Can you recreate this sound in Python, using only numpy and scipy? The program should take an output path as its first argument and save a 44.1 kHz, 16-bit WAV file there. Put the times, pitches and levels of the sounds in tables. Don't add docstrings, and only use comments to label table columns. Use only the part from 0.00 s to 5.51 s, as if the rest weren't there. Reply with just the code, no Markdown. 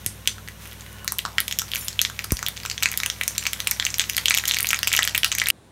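import sys
import numpy as np
from scipy import signal
from scipy.fft import rfft, irfft
from scipy.io import wavfile

SR = 44100
rng = np.random.default_rng(int(sys.argv[2]) if len(sys.argv) > 2 else 0)


def int16_out(signal):
    q = np.round(np.clip(np.atleast_2d(signal).T, -1, 1) * 32767)
    wavfile.write(sys.argv[1], SR, q.astype(np.int16))


N = 242946


def from_db(db):
    return 10 ** (np.asarray(db) / 20)


def rms_one(x):
    return x / np.sqrt(np.mean(x ** 2) + 1e-20)


def peak_one(x):
    return x / np.abs(x).max(axis=1, keepdims=True)


def in_time(rows):
    s, *columns = np.transpose(rows)
    return [np.interp(np.arange(N) / SR, s, column) for column in columns]


def ring(clicks, hz, t60):
    r = from_db(-60 / (t60 * SR))
    w = 2 * np.pi * hz / SR
    return signal.lfilter([0, np.sin(w)], [1, -2 * r * np.cos(w), r * r], clicks + 1e-18)


def band(x, low_hz, high_hz):
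    sos = signal.butter(2, [low_hz, min(high_hz, .47 * SR)], "band", fs=SR, output="sos")
    return signal.sosfilt(sos, x)


def coloured(spectrum):
    hz, level_db = np.transpose(spectrum)
    f = np.arange(N // 2 + 1) * SR / N + 1
    gain = from_db(np.interp(np.log(f), np.log(hz), level_db))
    return rms_one(irfft(rfft(rng.standard_normal(N)) * gain, N))


def random_times(per_s):
    return np.flatnonzero(rng.random(N) < per_s / SR)


def struck(touches, modes, spread_db):
    s, level_db = np.transpose(touches)
    luck = rng.standard_normal((len(s), len(modes)))
    out = np.zeros(N)
    for k, (hz, mode_db, t60) in enumerate(modes):
        clicks = np.zeros(N)
        clicks[(s * SR).astype(int)] = from_db(level_db + mode_db + spread_db * luck[:, k])
        out += ring(clicks, hz, t60)
    return out


def rumble():
    # (per Hz, relative)
    rumble_spectrum = [(18, -35), (30, -37), (91, -0.5), (210, -7), (260, -10.5), (483, -12), (546, -9.5),
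                       (608, -16), (1200, -22.5), (1560, -49), (2640, -120)]
    return from_db(-49.5) * coloured(rumble_spectrum)


def hum():
    # pitch_hz, level_db (rms)
    motor_tones = [(60.86, -47), (100.1, -47.5), (155.5, -55), (207.4, -55.5)]
    t = np.arange(N) / SR
    out = np.zeros(N)
    for hz, level_db in motor_tones:
        out += from_db(level_db) * np.sqrt(2) * np.sin(2 * np.pi * (hz * t + rng.random()))
    return out


def drone():
    # pitch_hz, level_db (relative), t60_s
    rubbed_modes = [(1075, -2, .035), (1480, 0, .04), (1720, -4, .03), (2905, -4, .07)]
    # time_s, level_db
    swell = [(.78, -61), (.84, -59), (.97, -51.5), (1.05, -53), (1.15, -79)]
    rub = rng.standard_normal(N)
    tone = sum(from_db(level_db) * rms_one(ring(rub, hz, t60)) for hz, level_db, t60 in rubbed_modes)
    return from_db(in_time(swell)[0]) * tone


def knocks():
    # start_s, level_db, sway_hz
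    oil_hits = [(0.063, -23.5, 81), (2.3203, -5.5, 51.7)]
    t = np.arange(SR // 8) / SR
    out = np.zeros(N + SR)
    for s, level_db, hz in oil_hits:
        turns = hz * t + 1.22 * (1 - np.exp(-t / 0.0016))
        push = 1 - np.exp(-t / 0.0025)
        fade = from_db(level_db - 60 * t / 0.065)
        out[int(s * SR):][:len(t)] += fade * push * np.sin(2 * np.pi * turns)
    return out[:N]


def kitchen(x):
    # centre_hz, level_db (relative), t60_s
    tail_bands = [(724, -21, 1), (1080, -22.5, 0.16), (1800, -24.5, 0.15), (3380, -28.5, 0.11),
                  (5040, -25, 0.24), (6200, -26.5, 0.056), (8700, -25.5, 0.22), (13900, -35, 0.13)]
    t = np.arange(SR // 2) / SR
    onset = np.clip((t - .001) / 0.00066, 0, 1)
    tail = np.zeros(len(t))
    for hz, level_db, t60 in tail_bands:
        noise = band(rng.standard_normal(len(t)), hz / 1.32, hz * 1.28)
        tail += from_db(level_db - 60 * t / t60) * noise / np.sqrt(t60 * SR / 14)
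    return signal.fftconvolve(x, from_db(18.5) * onset * tail)[:N]


def pan(x):
    # pitch_hz, level_db, t60_s
    metal_modes = [(1131, -57, .15), (1392, -58, .12), (1657, -58, .15), (1910, -57, .12), (2015, -57, .12),
                   (2322, -58, .1), (3160, -58, .1), (3400, -59, .1), (3750, -58, .1), (6450, -57, .1),
                   (7050, -56, .12), (7750, -58, .1)]
    # delay_s, level_db
    bowl_echoes = [(.0007, -75), (.0014, -34), (.0031, -19.5)]
    out = x + sum(from_db(level_db) * ring(x, hz, t60) for hz, level_db, t60 in metal_modes)
    for lag_s, level_db in bowl_echoes:
        lag = int(lag_s * SR)
        out[lag:] += from_db(level_db) * x[:N - lag]
    return out


def spoon_on_tin():
    # pitch_hz, level_db (relative), t60_s
    spoon_modes = [(9735, 0, .1), (10310, -8, .05), (11516, -5, .08), (12130, -2, .08), (12560, -12, .04)]
    # start_s, level_db
    spoon_touches = [(1.776, -36), (1.781, -39), (1.79, -27), (1.801, -40), (1.811, -32), (1.846, -32)]
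    # pitch_hz, level_db (relative), t60_s
    tin_modes = [(5441, -7, .06), (6550, -6, .03), (7130, 0, .09), (8800, -8, .06), (14370, -6, .04),
                 (14500, -3, .05), (15665, -8, .06)]
    # start_s, level_db
    tin_touches = [(1.77, -54), (1.795, -46), (1.81, -35), (1.83, -36)]
    return struck(spoon_touches, spoon_modes, spread_db=3) + struck(tin_touches, tin_modes, spread_db=3)


def fizz(fizz_db):
    # (per Hz, relative)
    fizz_spectrum = [(500, -16), (900, -3), (1900, 1), (3700, -1), (4700, -7), (6100, -2), (7800, -7),
                     (9000, -4), (10200, -5), (11700, -4), (13300, -5), (16000, -9)]
    return from_db(fizz_db - 7) * coloured(fizz_spectrum)


def burst_sounds(rows, draws, bubble_s, splash_s, snap_s):
    s, bubble_db, hz, splash_db, snap_db = [column[:, None] for column in np.transpose(rows)]
    t = np.arange(draws.shape[1]) / SR

    rise = 1 - np.exp(-t * hz * 1.05)
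    fade = from_db(-60 * t / bubble_s * (hz / 3000) ** 0.3)
    bubble = rise * fade * np.sin(2 * np.pi * hz * t)
    ragged = band(draws[:, ::-1] * from_db(-60 * t / 0.0025), 1700, 4000)

    tear = draws + 3.1 * (t == 0)
    splash = band(tear * from_db(-60 * t / splash_s), 5400, 8010)
    spray = 0.022 * from_db(-60 * t / 0.0066)
    snap = band(tear * (from_db(-60 * t / snap_s) + spray), 8360, 14500)

    burst = from_db(bubble_db + 0.56) * peak_one(peak_one(bubble) + 0.98 * peak_one(ragged))
    burst += from_db(splash_db) * peak_one(splash)
    burst += from_db(snap_db + 5.5) * peak_one(snap)
    out = np.zeros(N + len(t))
    np.add.at(out, (s * SR).astype(int) + np.arange(len(t)), burst)
    return out[:N]


def crackle(per_s, fizz_db):
    at = random_times(per_s)
    luck = rng.random((len(at), 4))
    size_db = fizz_db[at] - 1.0 + 9 * luck[:, 0]
    hz = 1500 * 2.1 ** luck[:, 1]
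    splash_db = size_db - 12 * luck[:, 2]
    snap_db = size_db - 12 * luck[:, 3]
    rows = np.transpose([at / SR, size_db, hz, splash_db, snap_db])
    draws = rng.standard_normal((len(at), 300))
    return burst_sounds(rows, draws, bubble_s=0.00071, splash_s=0.00095, snap_s=0.0012)


def lesser_seeds():
    # time_s, bursts_per_s, top_level_db (relative)
    lesser_course = [(1.0, 4.5, -41), (2.2, 15, -16.5), (4.0, 20.5, -18), (4.3, 30, -13.5), (5.51, 30, -13)]
    size_range_db, treble_range_db = 10, 24
    lowest_hz, pitch_ratio = 1940, 3.08
    per_s, top_db = in_time(lesser_course)
    at = random_times(per_s)
    luck = rng.random((len(at), 4))
    size_db = top_db[at] - size_range_db * luck[:, 0]
    hz = lowest_hz * pitch_ratio ** luck[:, 1]
    splash_db = size_db - treble_range_db * luck[:, 2]
    snap_db = size_db - treble_range_db * luck[:, 3]
    return np.transpose([at / SR, size_db, hz, splash_db, snap_db])


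def seeds():
    # start_s, bubble_level_db, bubble_pitch_hz, splash_level_db, snap_level_db (relative)
    loud_bursts = [(0.0629, -16.5, 3270, -13, -2), (0.2577, -27, 2450, -46, -43),
                   (0.2748, 1.5, 3210, -5.5, -4.5), (0.3824, -26.5, 1510, -41, -45),
                   (0.4767, -23, 1950, -33, -44), (0.4857, -20, 1950, -29, -25),
                   (0.6745, -32, 2560, -37, -27), (0.7229, -27, 3400, -39, -39),
                   (0.7303, -37, 1990, -39, -29), (0.8085, -32, 3540, -25.5, -35),
                   (0.8633, -29, 2080, -46, -42), (0.9293, -39, 2320, -47, -29.5),
                   (1.0458, -27.5, 1230, -45, -19), (1.0782, -7, 4020, -7.5, -11),
                   (1.1216, -19.5, 1140, -20, -5.5), (1.1854, -23, 2260, -25, -6.5),
                   (1.1906, -8, 3130, -19, -23), (1.2519, -13, 1310, -18, -32),
                   (1.2606, -16, 1260, -24, -34), (1.383, 0, 3110, -44, -20), (1.4036, -14, 3990, -31, -4),
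                   (1.4809, -12, 3440, -12.5, -11), (1.5117, -13.5, 3380, -32, -20),
                   (1.5155, -24, 3390, -20, -31), (1.5251, -12, 3290, -11.5, -17),
                   (1.5879, -15, 3200, -8, -8), (1.5952, -14, 3400, -10, -14),
                   (1.6182, -21, 1380, -15, -20), (1.7171, -13.5, 3190, -30, -21),
                   (1.7357, -7.5, 3210, -30, -31), (1.7497, -19, 1710, -21, -15.5),
                   (1.7578, -12.5, 2570, -19, -12), (1.7666, -25, 3390, -14, -25),
                   (1.8828, -15, 3220, -11, -12.5), (1.9921, -0.5, 3190, -35, -21),
                   (2.0001, -28, 3270, -31, -34), (2.0155, -9, 4080, -4.5, -3),
                   (2.0501, -6.5, 3380, -13, -26), (2.0992, -19.5, 1490, -22.5, -25),
                   (2.1916, -9.5, 2430, -16.5, -21), (2.2441, -21, 1430, -19, -13),
                   (2.3069, -17, 2450, -22, -33), (2.3204, -21.5, 1120, -10.5, -2.5),
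                   (2.3695, -17, 4600, -20, -22), (2.3912, -21, 2120, -17, -24),
                   (2.4281, -15.5, 1440, -14.5, -20), (2.4642, -8, 3380, -16, -12.5),
                   (2.4748, -14.5, 3490, -33, -35), (2.4849, -14.5, 3630, -27, -9.5),
                   (2.576, -18, 3550, -26, -41), (2.652, -14.5, 1400, -22, -27),
                   (2.6605, -15.5, 2415, -14, -20), (2.6993, -12, 4300, -10.5, -23),
                   (2.7136, -10.5, 4690, -18, -23), (2.7791, -12.5, 3370, -19, -43),
                   (2.8254, -6.5, 2380, -13, -15), (2.8317, -12.5, 2370, -5, -7),
                   (2.835, -4.5, 3760, -7, -13), (2.8578, -1, 2470, -8.5, -27),
                   (2.888, -19, 2240, -16, -40), (2.9162, -18.5, 2300, -15, -13.5),
                   (2.9314, -27, 3420, -33, -18), (2.9399, -14, 2200, -27, -35),
                   (2.9751, -15.5, 3480, -13.5, -4), (3.0016, -9.5, 3670, -15, -23),
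                   (3.0341, -7, 2150, -13, -15), (3.0613, -10, 2690, -7.5, -7.5),
                   (3.1002, -9.5, 3240, -12.5, -23), (3.2123, -5, 2157, -32, -15),
                   (3.2353, -16, 3700, -13, -12), (3.2791, -16, 2415, -6.5, -1.5),
                   (3.3806, -7.5, 3800, -5.5, -11), (3.4539, -14, 2410, -21, -30),
                   (3.4666, -5, 2360, -15, -16), (3.4704, -28, 4460, -9, -20),
                   (3.5324, -11.5, 3290, -13, -9), (3.603, -9.5, 3440, -14, -13.5),
                   (3.672, -3, 2480, -7, -27), (3.675, -30, 2330, -28, -9.5),
                   (3.6808, -20.5, 2050, -28, -30), (3.7116, -26.5, 1360, -6, -3.5),
                   (3.7154, -13.5, 2240, -12, -22), (3.7987, -4, 3250, -10.5, -22),
                   (3.8253, -11.5, 3380, -30, -29), (3.8513, -13, 4330, -6, -16),
                   (3.8661, -6, 2700, -25, -15), (3.9035, -34, 4270, -13, -38),
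                   (3.9421, -16, 2290, -9.5, -24), (3.9834, -17, 3320, -27, -10.5),
                   (3.9957, 0, 3340, -3.5, -16), (4.0071, -8, 3590, -34, -24),
                   (4.0159, -14, 2490, -14, -18), (4.04, -15.5, 2990, -30, -33),
                   (4.0975, -11, 2730, -8, -7), (4.1668, -11.5, 4000, -13, -7),
                   (4.1796, -10, 1990, -14, -7.5), (4.1825, -8, 3350, -14, -34),
                   (4.2576, 0, 3150, -23, -6.5), (4.2831, -2.5, 3100, -5, -29),
                   (4.2986, -23, 3250, -17, -6), (4.308, -0.5, 2360, -6, -24),
                   (4.3195, -14, 4230, -29, -23), (4.3413, -6, 2600, -8, -21),
                   (4.3479, -6, 2360, -13, -5.5), (4.3702, -15, 3650, -10, -24),
                   (4.3745, -6.5, 3070, -8, -8), (4.3851, -8, 2570, -11.5, -9.5),
                   (4.4385, -14.5, 1735, -31, -22), (4.455, -12.5, 3040, -9.5, -14),
                   (4.4778, -14, 3350, -27, -8), (4.4814, -15, 4100, -7.5, -11),
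                   (4.489, -12, 3300, -28, -10), (4.4959, -9.5, 4140, -26, -14),
                   (4.5112, -1.5, 3800, -10, -19), (4.5193, -17, 3420, -12, -16),
                   (4.5379, -9, 3470, -12, -24), (4.5444, -9, 2620, -10.5, -15),
                   (4.5686, -7.5, 2250, -32, -17), (4.5868, -7, 4530, -11, -10.5),
                   (4.6006, -11.5, 2200, -26, -29), (4.6057, -16, 2860, -18, -7),
                   (4.6289, -26, 2110, -21, -7), (4.6456, -8.5, 2200, -35, -30),
                   (4.6701, -11.5, 3980, -14, -10), (4.6894, -19, 4300, -8, -8.5),
                   (4.7058, -7, 2450, -10, -13), (4.7101, -21, 2840, -13, -10.5),
                   (4.7312, -0.5, 2450, -26, -10), (4.7444, -8.5, 2300, -11, -30),
                   (4.8311, -7.5, 2680, -9, -9), (4.8732, -6.5, 2410, -38, -5.5),
                   (4.8775, -17, 3550, -6, -24), (4.9176, -11, 2260, -23, -27),
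                   (4.9292, -11.5, 3420, -4.5, -7), (4.9364, -6.5, 3240, -19, -17),
                   (4.9393, -5, 2280, -16, -12), (4.9496, -7, 2460, -17, -15),
                   (4.9648, -25, 3450, -6.5, -7.5), (4.9707, -4, 2880, -23, -23),
                   (4.9771, -9, 2770, -11, -23), (4.9907, -1.5, 1900, -4.5, -13),
                   (5.0243, -7, 3040, -26, -24), (5.0306, -4, 3410, -28, -10),
                   (5.0412, -36, 4200, -7.5, -24), (5.051, -12, 2320, -27, -12),
                   (5.0756, -5, 3100, -11, -10.5), (5.0817, -30, 2450, -26, -22),
                   (5.1482, -9.5, 2480, -9, -20), (5.1519, -3, 2420, -25, -14),
                   (5.1786, -9.5, 3200, -12, -3.5), (5.2329, -2, 2920, -16, -19),
                   (5.2454, 1, 2840, -5.5, 0), (5.3173, -7.5, 3070, -10, -27),
                   (5.3508, -16, 2200, -11, -15), (5.3844, -13, 2130, -10, -8),
                   (5.3994, -9.5, 3230, -8, -30), (5.4173, -4.5, 2140, -27, -20),
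                   (5.4588, -9.5, 3930, -21, -33), (5.4704, -9, 2190, -15, -14),
                   (5.4863, -11, 2730, -17, 0), (5.5021, 1, 2970, -15, -2)]
    rows = np.vstack([loud_bursts, lesser_seeds()])
    draws = rng.standard_normal((len(rows), 400))
    out = np.zeros(N)
    for spot in range(4):
        bursts = burst_sounds(rows[spot::4], draws[spot::4], bubble_s=0.0036, splash_s=0.0074, snap_s=0.001)
        direct = pan(bursts)
        out += direct + kitchen(direct)
    return out


def scene():
    # time_s, small_bursts_per_s, fizz_level_db (relative)
    frying_course = [(0, 21.4, -40), (.58, 15, -42), (.63, 60, -35), (.76, 35, -40), (.88, 40, -39.5),
                     (1.1, 79, -42.5), (1.7, 38, -37), (1.79, 183, -33), (1.9, 59, -37), (2.0, 81, -39),
                     (2.8, 70, -38), (3.4, 100, -36), (4.1, 63, -34.5), (4.6, 122, -35.5), (5.51, 120, -44)]
    per_s, fizz_db = in_time(frying_course)
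    room = rumble() + hum() + drone()
    small = spoon_on_tin() + crackle(per_s, fizz_db)
    oil_and_spoon = small + kitchen(small) + fizz(fizz_db)
    return (room + knocks() + oil_and_spoon + seeds())[None]


def record(dry):
    dip_hz, dip_width_hz, dip_share = 10400, 600, .5
    cutoff_hz = 16500
    thin = signal.sosfilt(signal.butter(2, 40, "high", fs=SR, output="sos"), dry)
    b, a = signal.iirpeak(dip_hz, dip_hz / dip_width_hz, fs=SR)
    dipped = thin - dip_share * signal.lfilter(b, a, thin)
    rounded = dipped / (1 + np.abs(dipped) ** 4.0) ** (1 / 4.0)
    return signal.sosfilt(signal.cheby2(20, 90, cutoff_hz, fs=SR, output="sos"), rounded)


dry = scene()
out = record(dry)
int16_out(out)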